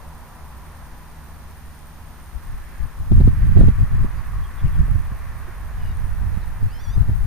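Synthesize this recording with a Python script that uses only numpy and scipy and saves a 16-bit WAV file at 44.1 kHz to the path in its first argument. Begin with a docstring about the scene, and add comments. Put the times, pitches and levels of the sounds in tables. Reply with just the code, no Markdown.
"""Open upland pasture in wind: air rushes over the fields, a far engine drones, a lapwing gives two
reedy calls and small birds chirp faintly. From about two seconds on, gusts push on the two
microphone openings and make them rumble; the hardest swirls of air overload them.
The camcorder's moving parts tick and whine faintly, and its body takes one soft bump."""
import sys
import numpy as np
from scipy import signal
from scipy.fft import rfft, irfft, next_fast_len
from scipy.io import wavfile
from scipy.ndimage import uniform_filter1d, map_coordinates

SR = 44100
rng = np.random.default_rng(int(sys.argv[2]) if len(sys.argv) > 2 else 0)


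def to_wav(s):
    """Save 16-bit WAV."""
    ch = np.atleast_2d(s).T  # columns
    pcm = np.round(np.clip(ch, -1, 1) * 32767)  # PCM
    wavfile.write(sys.argv[1], SR, pcm.astype(np.int16))


N = 320166


def wind_on_microphones(rumble_db=2, churn_db=-17, churn_power=1.72, reference_db=-15, unrest_db=2):
    """Gusts push on each opening: a deep rumble, and a higher churn that grows faster than the gust."""
    # strength of the wind: t/s, level/dB, left minus right/dB
    gusts = [(2.25, -56, 0), (2.53, -31, 0), (2.7, -43, -2), (3.04, -34.5, 3), (3.14, -17.5, 5),
             (3.66, -18, -4.5), (3.76, -24, 1.5), (4.14, -28.5, -6.5), (4.56, -33.5, 4), (4.8, -17.5, -1.5),
             (5.08, -27.5, -3.5), (5.52, -35.5, -3.5), (5.9, -23.5, -1.5), (6.3, -25, -7.5),
             (6.82, -33.5, -3), (7.04, -25, 1.5), (7.26, -17.5, 13)]
    # separate puffs: middle t/s, hold/s, level/dB, left minus right/dB
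    puffs = [(2.355, 0.031, -29.5, 19), (2.832, 0.043, -22.5, 12), (3.011, 0.01, -23, 3),
             (3.201, .17, -14.5, -2.5), (3.632, 0.13, -12.5, -0.5), (3.813, 0.038, -16.5, 6),
             (3.992, .13, -18, 2), (4.188, .025, -26.5, -19), (4.386, 0.077, -24, 0),
             (4.655, 0.032, -15.5, 3.5), (4.795, 0.01, -20.5, -17), (4.948, 0.082, -20, -11),
             (6.223, 0.091, -27, -3), (6.648, .04, -19, 0), (6.894, 0.016, -24, 20),
             (6.999, 0.056, -15.5, 10), (7.102, 0.027, -19, -3.5)]
    # tone colour of the rumble: f/Hz, relative level/dB
    rumble_spectrum = [(10, 4), (25, 2.5), (45, 6.5), (80, -1), (125, -14), (180, -44), (260, -52),
                       (400, -65.5), (800, -46.5), (2000, -110)]
    # tone colour of the churn: f/Hz, relative level/dB
    churn_spectrum = [(40, -4), (90, 18.5), (140, 9), (220, -3.5), (330, -17.5), (480, -28.5), (700, -40.5),
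                      (1500, -39.5), (4000, -48.5), (12000, -57)]
    fade_in = np.clip((clock() - gusts[0][0]) / .11, 0, 1)
    gust_db, gust_pan_db = curves(gusts)
    unrest = amp(unrest_db * np.array([wobble(16), wobble(16)]))
    gust_force = fade_in * amp(gust_db) * sides(gust_pan_db) * unrest
    puff_force = sum(amp(db) * sides(pan_db) * puff(s, hold) for s, hold, db, pan_db in puffs)
    force = np.hypot(gust_force, puff_force)
    flow = noise(rumble_spectrum, shared=0)
    # within a gust the pressure swings keep a fairly even size
    local_power = np.abs(uniform_filter1d(flow ** 2, size=3500, axis=1))
    rumble = amp(rumble_db) * force * unit(flow / np.sqrt(local_power + 1e-6))
    churn_gain = amp(churn_db) * (force / amp(reference_db)) ** churn_power
    return rumble + churn_gain * noise(churn_spectrum, shared=0)


def puff(middle_s, hold_s, rise_s=.015, fall_s=.016):
    """The strength of one puff of air: it rises quickly, holds, then dies away."""
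    t = clock() - middle_s
    before = np.maximum(-t - hold_s / 2, 0) / rise_s
    after = np.maximum(t - hold_s / 2, 0) / fall_s
    return np.exp(-np.minimum(before + after, 10) ** 2)


def eddies(rise_s=.0011, fall_s=.0022, swirl_db=-11, swirl_s=.009):
    """A small whirl of air crosses an opening: one steep swing of pressure inside a short, rough swirl."""
    # passing whirls: t/s, level/dB, left minus right/dB
    whirls = [(3.121, -10, 28), (3.208, -8.5, -2), (3.279, -10, -4.5), (3.574, -4.5, -26),
              (3.593, -8.5, -21), (3.612, -3.5, 5), (3.635, -14, 9), (3.687, -6.5, -19), (4.047, -15, -22),
              (4.884, -21.5, 20), (4.958, -21.5, -16), (5.121, -26.5, -20), (6.374, -23.5, -20),
              (6.629, -26, 5), (6.978, -19, 20), (7.097, -19, -15)]
    # tone colour of the swirl: f/Hz, relative level/dB
    swirl_spectrum = [(50, -8), (120, 2), (220, 1.5), (330, -7), (480, -16.5), (700, -21.5), (1000, -26.5),
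                      (1600, -35), (2900, -41.5), (4000, -42), (6000, -59), (12000, -54)]
    out = np.zeros((2, N))
    swirl_noise = amp(swirl_db) * noise(swirl_spectrum, shared=.37)
    for (s, db, pan_db), sign in zip(whirls, rng.choice([-1, 1], len(whirls))):
        near = slice(int((s - .05) * SR), int((s + .05) * SR))
        t = clock()[near] - s
        offset = t / np.where(t < 0, rise_s, fall_s)
        swing = sign * (1 - offset ** 2) * np.exp(-offset ** 2 / 2)
        swirl = swirl_noise[:, near] * np.exp(-(t / swirl_s) ** 2)
        out[:, near] += amp(db) * sides(pan_db) * (swing + swirl)
    return out


def wind_over_fields():
    """Wind roars far over the land, rustles in the nearby grass and adds a hollow moan."""
    # strength of the breeze: t/s, roar level/dB, relative grass level/dB
    breeze = [(0, -48, -58), (.6, -49, -56.5), (1.8, -53.5, -58), (2.35, -51.5, -57.5),
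              (2.73, -53.5, -51.5), (3.05, -50, -57.5), (3.42, -52, -48), (4.4, -50.5, -50.5),
              (4.75, -50.5, -49), (5.5, -48.5, -51), (6.45, -49.5, -51.5), (7.2, -50, -54)]
    # tone colour of the roar: f/Hz, relative level/dB
    roar_spectrum = [(100, -12), (250, -12), (450, -5), (650, -1.5), (820, 1.5), (1080, 0.5), (1350, -3.5),
                     (1800, -14), (2600, -33), (5000, -36)]
    # tone colour of the grass: f/Hz, relative level/dB
    grass_spectrum = [(500, -9), (900, -8.5), (1150, -1), (1450, 0.5), (1820, 2.5), (2150, -5), (2500, -8),
                      (3000, -16.5), (4200, -26.5), (8000, -34.5)]
    # the moan, higher where the wind is faster: t/s, centre f/Hz, relative level/dB
    moan_path = [(0, 962, -55), (.55, 992, -52.5), (1.8, 982, -60), (3.2, 1105, -57), (4.35, 1112, -47.5),
                 (5.6, 1078, -54.5), (6.7, 930, -61)]
    # tone colour of the moan: distance from its centre/Hz, relative level/dB
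    moan_band = [(30, 8.5), (70, 0.5), (120, 4), (220, -7.5), (1000, -68), (4000, -120)]
    roar_db, grass_db = curves(breeze)
    roar = amp(roar_db + .59 * wobble(6.1)) * noise(roar_spectrum, shared=.78)
    grass = amp(grass_db + 3 + .42 * wobble(8)) * noise(grass_spectrum, shared=.64)
    centre_hz, moan_db = curves(moan_path)
    phase = 2 * np.pi * np.cumsum(centre_hz) / SR
    # shift low noise up into a narrow band around the centre
    moan = noise(moan_band, shared=1) * np.cos(phase) + noise(moan_band, shared=1) * np.sin(phase)
    return (roar + grass + amp(moan_db - 1) * moan) * sides(-1.1)


def lapwing():
    """A lapwing calls twice: a short, duller falling note, then a longer one that dips and climbs."""
    # pitch turns of the first call: t/s, f/Hz
    short_call = [(5.785, 1040), (5.825, 975), (5.875, 966), (5.96, 915)]
    # pitch turns of the second call: t/s, f/Hz
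    long_call = [(6.6, 984), (6.685, 858), (6.752, 1040), (6.772, 1030), (6.824, 1184), (6.882, 1120),
                 (6.942, 1220), (6.975, 1160)]
    first = lapwing_note(short_call, level_db=-54.5, rise_s=.035, fall_s=.052, tilt_db=-4, flutter_db=3.5)
    second = lapwing_note(long_call, level_db=-54.3, rise_s=.17, fall_s=.03, tilt_db=-.3, flutter_db=3)
    return first + second


def lapwing_note(call, level_db, rise_s, fall_s, tilt_db, flutter_db, jitter=.006):
    """A reedy, sliding note: odd overtones lead, and even ones fill in halfway as the voice opens."""
    # the bird's voice: multiple of the pitch, relative level/dB
    overtones = [(2, -16), (3, -2), (4, -2), (5, -1), (6, -15)]
    start, end, t = call[0][0], call[-1][0], clock()
    envelope = np.clip((t - start) / rise_s, 0, 1) * np.clip((end - t) / fall_s, 0, 1) ** 2
    progress = (t - start) / (end - start)
    even_db = -14 * np.clip(.5 + (.5 - progress) / .15, 0, 1)
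    pitch = glide(call)
    hoarseness = 1 + 2.8 * np.exp(-((t - start) / .093) ** 2)  # the pitch shakes more at first
    slope_db = tilt_db + np.interp(pitch, [850, 1000], [-3, 0])  # low notes are duller
    phase = 2 * np.pi * np.cumsum(pitch * (1 + jitter * hoarseness * wobble(250))) / SR
    on = envelope > 0
    voice = np.zeros(N)
    for k, db in overtones:
        overtone_db = db + slope_db[on] * max(k - 3, 0) + (k % 2 == 0) * even_db[on]
        voice[on] += amp(overtone_db + flutter_db * wobble(70)[on]) * np.sin(k * phase[on])
    return amp(level_db) * envelope * voice


def far_engine(rumble_db=-39, drift=.0049, fading_db=2):
    """A distant engine drones over a low rumble; moving air makes each tone fade and return."""
    # tones of the drone: f/Hz, level/dB
    tones = [(77.5, -53.5), (155, -53.5), (232, -59.5), (310, -84)]
    # tone colour of the rumble: f/Hz, relative level/dB
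    rumble_spectrum = [(12, 0), (28, 3), (42, -4), (63, 3.5), (88, -3.5), (110, -11), (180, -14),
                       (260, -19), (400, -25.5), (900, -47)]
    engine_time = np.cumsum(1 + drift * wobble(3)) / SR  # its speed wanders a little
    drone = np.zeros(N)
    for hz, db in tones:
        drone += amp(db + fading_db * wobble(7.2)) * np.sqrt(2) * np.sin(2 * np.pi * hz * engine_time)
    return drone + amp(rumble_db) * noise(rumble_spectrum, shared=.61)


def far_birds(life_s=.02, rasp=.05, fall_per_s=1.5):
    """Short falling chirps, made hoarse by a fast random waver of pitch."""
    # faint chirps: t/s, f/Hz, level/dB
    chirps = [(4.185, 4640, -63), (4.45, 3240, -57), (4.6, 3430, -58), (4.67, 2840, -57), (4.75, 3270, -59),
              (6.35, 3950, -66), (6.425, 3950, -61)]
    out = np.zeros(N)
    waver = rasp * wobble(700)
    for s, hz, db in chirps:
        near = np.abs(clock() - s) < 3 * life_s
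        t = clock()[near] - s
        phase = 2 * np.pi * np.cumsum(hz * (1 - fall_per_s * t + waver[near])) / SR
        out[near] += amp(db) * np.exp(-(t / life_s) ** 2) * np.sqrt(2) * np.sin(phase)
    return out


def bump(at_s=5.487, body_hz=360, level_db=-41, life_s=.0099):
    """One soft, hollow bump on the camcorder's body."""
    t = clock() - at_s
    return amp(level_db) * np.exp(-(t / life_s) ** 2) * np.sin(2 * np.pi * body_hz * t)


def camcorder(tick_db=-62.5, drum_db=-67, whine_db=-72, hiss_db=-56, whine_hz=12887, turns_per_s=30):
    """The lens drive ticks, the tape drum chatters and a motor's whine swells once a turn, over hiss."""
    # ringing of the lens drive: f/Hz, width/Hz, relative level/dB
    lens_modes = [(9110, 350, 4.5), (10200, 900, -21), (14400, 390, 1)]
    # ringing of the tape drum: f/Hz, width/Hz, relative level/dB
    drum_modes = [(13900, 840, 0)]
    # tone colour of the hiss: f/Hz, relative level/dB
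    hiss_spectrum = [(300, -24), (2500, 4), (5000, 1), (6800, 0), (7700, -11.5), (8600, 0), (10300, 1),
                     (11800, -3), (13300, 2), (14400, -6), (15500, -32)]
    surge = 1 + .17 * np.cos(2 * np.pi * 10 * (clock() - .075))  # ten swells a second
    load = amp(1.1 * wobble(25)) * surge
    ticks = load * ring(scrapes(per_second=100, life_s=.0015, uneven=.95, rub=.12), lens_modes)
    chatter = np.array([scrapes(per_second=150, life_s=.001, uneven=.81, rub=.08) for _ in range(2)])
    drum = load * ring(chatter, drum_modes)
    throb = 1 + np.cos(2 * np.pi * turns_per_s * (clock() - .021))
    whine = throb * np.sin(2 * np.pi * whine_hz * clock() + .7 * wobble(60)) * sides(-5)
    hiss = noise(hiss_spectrum, shared=.014) * sides(-1.2)
    return amp(tick_db) * ticks * sides(-1.7) + amp(drum_db) * drum + amp(whine_db) * whine + amp(hiss_db) * hiss


def scrapes(per_second, life_s, uneven, rub):
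    """Evenly spaced tiny noise bursts of uneven size, on top of steady rubbing."""
    starts = np.arange(0, N, SR / per_second).astype(int)
    kicks = np.bincount(starts, 1 - uneven * rng.random(len(starts)), N)
    decays = signal.lfilter([1], [1, -np.exp(-1 / (life_s * SR))], kicks)
    return (rub + decays) * rng.standard_normal(N)


def ring(x, modes):
    """Let x set a part ringing at its own frequencies; the result has average power 1."""
    def response(f):
        return sum(amp(db) * 1j * f * width / (hz * hz - f * f + 1j * f * width) for hz, width, db in modes)
    return unit(filtered(x, response))


def noise(spectrum, shared):
    """Stereo noise with the given tone colour; shared (0 to 1) is how much both sides have in common."""
    white = np.sqrt(shared) * rng.standard_normal(N) + np.sqrt(1 - shared) * rng.standard_normal((2, N))
    hz, db = np.transpose(spectrum)
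    return unit(filtered(white, lambda f: amp(np.interp(np.log(f + 1), np.log(hz), db))))


def filtered(x, response):
    """Turn each frequency in x up or down by response(frequency)."""
    size = next_fast_len(N + SR // 2)
    return irfft(rfft(x, size) * response(np.fft.rfftfreq(size, 1 / SR)), size)[..., :N]


def glide(points):
    """Ease from each pitch turn to the next, one value per sample."""
    s, hz = np.transpose(points)
    count = np.arange(len(s))
    whole, part = np.divmod(np.interp(clock(), s, count), 1)
    return np.interp(whole + (1 - np.cos(np.pi * part)) / 2, count, hz)


def curves(rows):
    """Join a table's rows with straight lines: one curve for each column after the time."""
    s, *columns = np.transpose(rows)
    return [np.interp(clock(), s, column) for column in columns]


def wobble(rate):
    """A smooth curve through rate random values a second."""
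    return map_coordinates(rng.standard_normal(int(N * rate / SR) + 4), [clock() * rate])


def sides(pan_db):
    """Left and right gains, pan_db apart, with constant total power."""
    gains = amp(np.array([[.5], [-.5]]) * pan_db)
    return gains / np.sqrt(np.mean(gains ** 2, axis=0))


def amp(db):
    """Decibels to gain."""
    return 10 ** (np.asarray(db) / 20)


def unit(x):
    """Scale to an average power of 1."""
    return x / np.sqrt(np.mean(x ** 2) + 1e-20)


def clock():
    """The time of every sample, in seconds."""
    return np.arange(N) / SR


def scene():
    """Wind, birds and engine, together with the camcorder's own small sounds."""
    calls = lapwing()
    wind = wind_on_microphones() + eddies() + wind_over_fields()
    return wind + calls + far_engine() + far_birds() + bump() + camcorder()


def record(dry, hardness=12, top_hz=15400):
    """Overload rounds off the hardest gusts at full scale; everything above top_hz is cut."""
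    rounded = dry / (1 + np.abs(dry) ** hardness) ** (1 / hardness)
    return filtered(rounded, lambda hz: hz < top_hz)


dry = scene()
out = record(dry)
to_wav(out)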